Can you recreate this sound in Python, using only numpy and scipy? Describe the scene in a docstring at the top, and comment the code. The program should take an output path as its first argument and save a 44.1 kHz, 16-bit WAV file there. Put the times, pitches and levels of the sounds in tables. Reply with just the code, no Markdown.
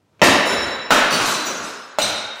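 """Hammer smashing a glass tank

Three blows in a bare, very live room. Each thumps the pane and bursts into cracks.
Slabs drop and the bench thuds, splinters shower down, a few large shards ring as they land.
A nearby microphone overloads on the first peaks."""
import sys
import numpy as np
from scipy import signal
from scipy.fft import rfft, irfft, next_fast_len
from scipy.io import wavfile
from scipy.ndimage import map_coordinates

SR = 44100
rng = np.random.default_rng(int(sys.argv[2]) if len(sys.argv) > 2 else 0)


def unload_audio(sound):
    """Save the sound as a 16-bit wav file, at the path given as the first command line argument."""
    columns = np.transpose(np.atleast_2d(sound))
    # keep every value between -1 and 1, then stretch to whole-number steps
    steps = np.round(np.clip(columns, -1, 1) * 32767)
    wavfile.write(sys.argv[1], SR, steps.astype(np.int16))


N = 105840
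TOP_HZ = 15950  # microphone band limit

# hammer blows (time [s], crash [dB], bass [dB], treble [dB], crack decay [s], pane thump [dB])
HAMMER_BLOWS = [(0.2167, -10, 1.5, 3.5, 0.037, -22.5), (0.9059, -12.5, -1, 6, 0.0069, -23.5),
                (1.986, -21, -3, 12, 0.0056, -24.5)]


def hammer():
    """Each blow thumps the pane and cracks it; the loosened pane knocks again."""
    # pane rebounding on hammer and frame (time [s], level [dB])
    rebounds = [(.2235, -23), (.23, -21.5), (.262, -26), (.912, -28), (.922, -23.5), (1.0195, -27.5),
                (1.034, -35), (1.054, -32.5)]
    out = np.zeros(N)
    for time_s, db, bass_db, treble_db, decay_s, thump_db in HAMMER_BLOWS:
        add(out, time_s, crash(db, bass_db, treble_db, decay_s) + thump(thump_db))
    for time_s, db in rebounds:
        add(out, time_s, thump(db))
    return out


def crash(db, bass_db, treble_db, decay_s):
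    """One hard contact and a dying run of cracks, coloured by the tank."""
    # breaking pane spectrum (frequency [Hz], gain [dB])
    spectrum = [(30, -39), (70, -18), (120, -10), (240, 4), (420, 1.5), (800, -4), (1400, 1.5),
                (2000, -3.5), (2700, -2), (3400, -10), (3900, -5), (4600, -14), (7000, -17.5),
                (10000, -31.5), (16000, -34)]
    contact_s, contact_over_cracks_db = 0.0022, 4
    bass_hz, treble_hz = 380, 3700

    def colour_db(hz):
        bass_shelf = bass_db / (1 + (hz / bass_hz) ** 2)
        treble_shelf = treble_db * hz ** 2 / (hz ** 2 + treble_hz ** 2)
        return along(spectrum, hz) + bass_shelf + treble_shelf

    t = np.arange(SR // 3) / SR
    contact = rng.standard_normal(len(t)) * np.exp(-t / contact_s)
    cracks = rng.standard_normal(len(t)) * (rng.random(len(t)) < 1 / 20) * np.exp(-t / decay_s)
    burst = sized(contact, contact_over_cracks_db) + sized(cracks, 0)
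    return room(sized(coloured(burst, colour_db), db))


def thump(db):
    """The struck pane's damped modes give a short, woody knock."""
    # pane modes (frequency [Hz], level [dB], t60 [s])
    modes = [(610, -5.5, 0.038), (684, 2, 0.016), (850, 0.5, 0.029), (1022, 3, 0.0092)]
    # transfer from hammer head to pane (frequency [Hz], gain [dB])
    transfer = [(30, -18), (250, -20.5), (600, -0.5), (1100, -5), (3000, 1), (16000, -28)]
    t = np.arange(SR // 4) / SR
    ring = sum(amp(mode_db - 60 * t / t60_s) * np.sin(2 * np.pi * hz * t) for hz, mode_db, t60_s in modes)
    knock = coloured(ring, lambda hz: along(transfer, hz))
    return room(sized(knock, db), direct_db=-2)


def slabs():
    """Heavy pieces knock on the frame and the bench."""
    # slab impacts (time [s], level [dB], bass [dB], treble [dB], clatter decay [s])
    knocks = [(.128, -69, 1, -2, .02), (.195, -47, -9, -8, 0.016), (.285, -19.5, 7.5, 3, 0.017),
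              (.5, -22, 10.5, 1.5, 0.033), (.58, -29.5, -8, -1, 0.066), (.665, -31.5, -14, 0, 0.025),
              (.921, -18, -8, -1, 0.0041), (0.966, -27.5, -37, -15, 0.042), (1.02, -34.5, 13, -38, 0.012),
              (1.125, -22, -1.5, 15, 0.035), (1.2, -21, -3, -5.5, 0.026), (1.28, -24.5, 9, -4, .04),
              (1.47, -27.5, 5, -7.5, 0.02), (1.6, -32.5, 2.5, -10, 0.027), (2.039, -30, 7.5, -6, 0.023)]
    out = np.zeros(N)
    for time_s, db, bass_db, treble_db, decay_s in knocks:
        add(out, time_s, crash(db, bass_db, treble_db, decay_s))
    return out


def thuds():
    """The bench booms briefly under the tank and falling pieces."""
    # loads on the bench (time [s], level [dB], centre [Hz])
    loads = [(.219, -16.5, 229), (.228, -28.5, 93), (0.498, -39, 101), (.575, -37, 72), (.66, -40.5, 150),
             (.909, -31, 224), (0.911, -40, 80), (1.118, -28.5, 200), (1.195, -42, 107),
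             (1.271, -43.5, 130), (1.46, -50, 290), (2.029, -43.5, 111), (2.076, -43, 101)]
    skirt_db = 18.5  # loss one octave off centre
    out, push = np.zeros(N), signal.unit_impulse(SR // 3)
    for time_s, db, centre_hz in loads:
        boom = coloured(push, lambda hz: -skirt_db * np.log2(1 + np.log2((hz + 1) / centre_hz) ** 2))
        add(out, time_s, room(sized(boom, db), direct_db=-11))
    return out


def splinters(count=200):
    """Each shower is a cloud of tiny, quickly damped pings that swells and thins out."""
    # splinter showers (time [s], length [s], level [dB], centre [Hz])
    showers = [(0.221, 0.029, -19, 5750), (0.229, .02, -29.5, 11040), (0.444, 0.022, -39, 6950),
               (0.566, 0.015, -56, 7850), (0.901, .025, -24.5, 2864), (0.904, .04, -24.5, 6950),
               (.955, 0.037, -29.5, 2680), (1.098, 0.064, -24, 5920), (1.191, 0.053, -27, 5000),
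               (1.232, .07, -23.5, 6490), (1.267, .03, -36.5, 11050), (1.448, 0.041, -32, 5860),
               (1.611, 0.064, -37, 5840), (1.995, 0.051, -25.5, 4970), (2.34, 0.077, -54, 12000)]
    log_spread, scatter_db, t60_s = 0.38, 4, 0.024
    rolloff_hz = 12700  # the tiniest splinters ring higher and weaker
    out, t = np.zeros(N), np.arange(SR // 32) / SR
    for time_s, length_s, db, centre_hz in showers:
        hz = centre_hz * np.exp(log_spread * rng.standard_normal((count, 1)))
        size_db = scatter_db * rng.standard_normal((count, 1))
        rolloff = (hz < TOP_HZ) / (1 + (hz / rolloff_hz) ** 4)
        pings = rolloff * amp(size_db - 60 * t / t60_s) * np.sin(2 * np.pi * hz * t)
        cloud = np.zeros(N)
        for delay_s, ping in zip(length_s * rng.rayleigh(0.5, count), pings):
            add(cloud, delay_s, ping)
        add(out, time_s, room(sized(cloud, db)))
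    return out


def shards():
    """A large shard clinks, then its modes hang in the room and beat with their own echoes."""
    # modes by shard name; "chip" is the long shard landing a second time, with fewer modes (frequency [Hz],
    # level [dB], t60 with room [s])
    modes = { "long": [(3720, -8, 1.2), (3924, -1, 2.1), (5378, -2, 1.7), (7014, -6, 1), (7250, -14, 1.2),
             (9475, -14, .8), (10020, -13, .6), (11084, -16, .55), (14150, -21, .55), (15400, -17, .4)],
             "chip": [(3930, 3.5, 0.75), (9400, -20, .7), (12000, -23, 0.65)], "narrow": [(4371, -6, .9),
             (4511, 1, 1), (5006, -9, .8), (5798, -3, .8), (6121, -9, .8), (8581, -7, .55), (9577, -9, .55),
             (10900, -14, .5), (14800, -16, .4)], "broad": [(4037, 0, 1.3), (6089, -9, .7), (6745, -11, .9),
             (7144, -9, .9), (7843, -8, .7), (9803, -9, .4), (12330, -9, .55), (12750, -12, .45),
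             (14000, -14, .45)], "thin": [(4592, -12, 1), (6400, 8, 1), (5850, 9, 0.99), (6880, 6, 1),
             (9168, -11, 0.64), (10440, -21, 0.37), (12800, 0, .45), (14050, -6, 0.53), (15100, -3, 0.37)],
             "small": [(5190, 0, 1.1), (6901, -8, .9), (7881, -7, .8), (9308, -12, .9), (12400, -13, .65)],
             "thick": [(3252, -10, 1.3), (3747, 0, 1.9), (4048, 3, .9), (5620, -10, .8), (5959, -2, .7),
             (6150, -3, .4), (6788, -9, .8), (8290, -6, .7), (9426, -15, .8), (11970, -17, .45),
             (12760, -16, .5)], }
    # shard landings (time [s], level [dB], rise [s], shard name)
    landings = [(.222, -37, 0.0061, "long"), (.455, -24.5, 0.018, "long"), (.585, -30, 0.018, "chip"),
                (1.102, -25.5, 0.014, "narrow"), (1.255, -27.5, 0.028, "broad"),
                (1.448, -40, 0.016, "thin"), (1.625, -38.5, 0.013, "small"), (2.015, -26, 0.0049, "thick")]
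    clink_db, clink_t60_s = 8, 0.08

    def beat():
        return 0.79 * wobble(rate_hz=46.8) + 0.35 * wobble(rate_hz=130)  # flutter + shimmer

    out, t = np.zeros(N), np.arange(N) / SR
    clink = amp(clink_db - 60 * t / clink_t60_s)
    for time_s, db, rise_s, shard in landings:
        ring = np.zeros(N)
        for hz, mode_db, t60_s in modes[shard]:
            sine, cosine = np.sin(2 * np.pi * hz * t), np.cos(2 * np.pi * hz * t)
            echoes = (0.5 + beat()) * cosine + beat() * sine
            ring += amp(mode_db) * (clink * sine + amp(-60 * t / t60_s) * echoes)
        add(out, time_s, amp(db) * (1 - np.exp(-t / rise_s)) * ring)
    return out


def air():
    """Room tone, and a soft rush of the swing that peaks at the first blow."""
    # room tone spectrum (frequency [Hz], gain [dB])
    spectrum = [(25, -22), (100, 9.5), (250, 4), (700, -0.5), (2000, -12), (6000, -18.5), (16000, -32)]
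    tone_db, swing_db, swing_s = -65, -64, 0.075
    noise = coloured(rng.standard_normal(N), lambda hz: along(spectrum, hz))
    from_blow_s = np.abs(np.arange(N) / SR - HAMMER_BLOWS[0][0])
    swing = amp(swing_db) * np.exp(-from_blow_s / swing_s)
    return noise / np.std(noise) * (amp(tone_db) + swing)


def room(x, direct_db=-13):
    """Direct sound, early echoes and a tail longest in the mids; drawn anew for each impact."""
    # reverberation (frequency [Hz], t60 [s])
    decay = [(60, 0.43), (200, 0.76), (500, 1.44), (1300, 1.684), (2700, 1.33), (4500, 1.06), (7500, 0.66),
             (11000, 0.54), (16000, 0.44)]
    early_db, early_decay_s = -13.5, 0.009
    hz, t, bands = signal.stft(rng.standard_normal(N), SR, nperseg=256)
    bands = bands * amp(-60 * t / along(decay, hz)[:, None])
    tail = signal.istft(bands, SR, nperseg=256)[1][:N]
    early = rng.standard_normal(N) ** 3 * np.exp(-np.arange(N) / SR / early_decay_s)
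    response = tail / np.sqrt(SR / 10) + amp(early_db) * early / np.linalg.norm(early)
    response[0] += amp(direct_db)
    return signal.fftconvolve(x, response)[:N]


def amp(db):
    """Decibels to gain."""
    return 10 ** (np.asarray(db) / 20)


def along(points, hz):
    """Interpolate (frequency [Hz], value) points on a log axis."""
    knots_hz, values = np.transpose(points)
    return np.interp(np.log(hz + 1), np.log(knots_hz + 1), values)


def sized(x, db):
    """Scale a burst to the energy of 0.1 s at this level."""
    return amp(db) * x * np.sqrt(SR / 10) / np.linalg.norm(x)


def add(out, time_s, x):
    """Mix x into out from time_s."""
    start = round(time_s * SR)
    out[start:start + len(x)] += x[:N - start]


def wobble(rate_hz):
    """Piecewise-linear random curve, rate_hz knots a second."""
    return np.interp(np.arange(N) * rate_hz / SR, np.arange(512), rng.standard_normal(512))


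def coloured(x, db_of_hz):
    """Minimum-phase filter with the given gain curve."""
    size = 2 * next_fast_len(len(x))
    gain = amp(db_of_hz(np.fft.rfftfreq(size, 1 / SR)))
    cepstrum = irfft(np.log(gain + 1e-6), size)
    cepstrum[1:size // 2] *= 2
    cepstrum[size // 2 + 1:] = 0
    return irfft(rfft(x, size) * np.exp(rfft(cepstrum)), size)[:len(x)]


def scene():
    """All sources at one microphone."""
    return (hammer() + slabs() + thuds() + splinters() + shards() + air())[None]


def record(dry):
    """The microphone rounds off the highest peaks and cuts above its band limit."""
    hardness, edge_hz = 5, 400
    clipped = dry / (1 + np.abs(dry) ** hardness) ** (1 / hardness)
    size = next_fast_len(N + SR // 2)
    lowpass = np.clip((TOP_HZ - np.fft.rfftfreq(size, 1 / SR)) / edge_hz + 0.5, 0, 1)
    return irfft(rfft(clipped, size) * lowpass, size)[..., :N]


dry = scene()
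out = record(dry)
unload_audio(out)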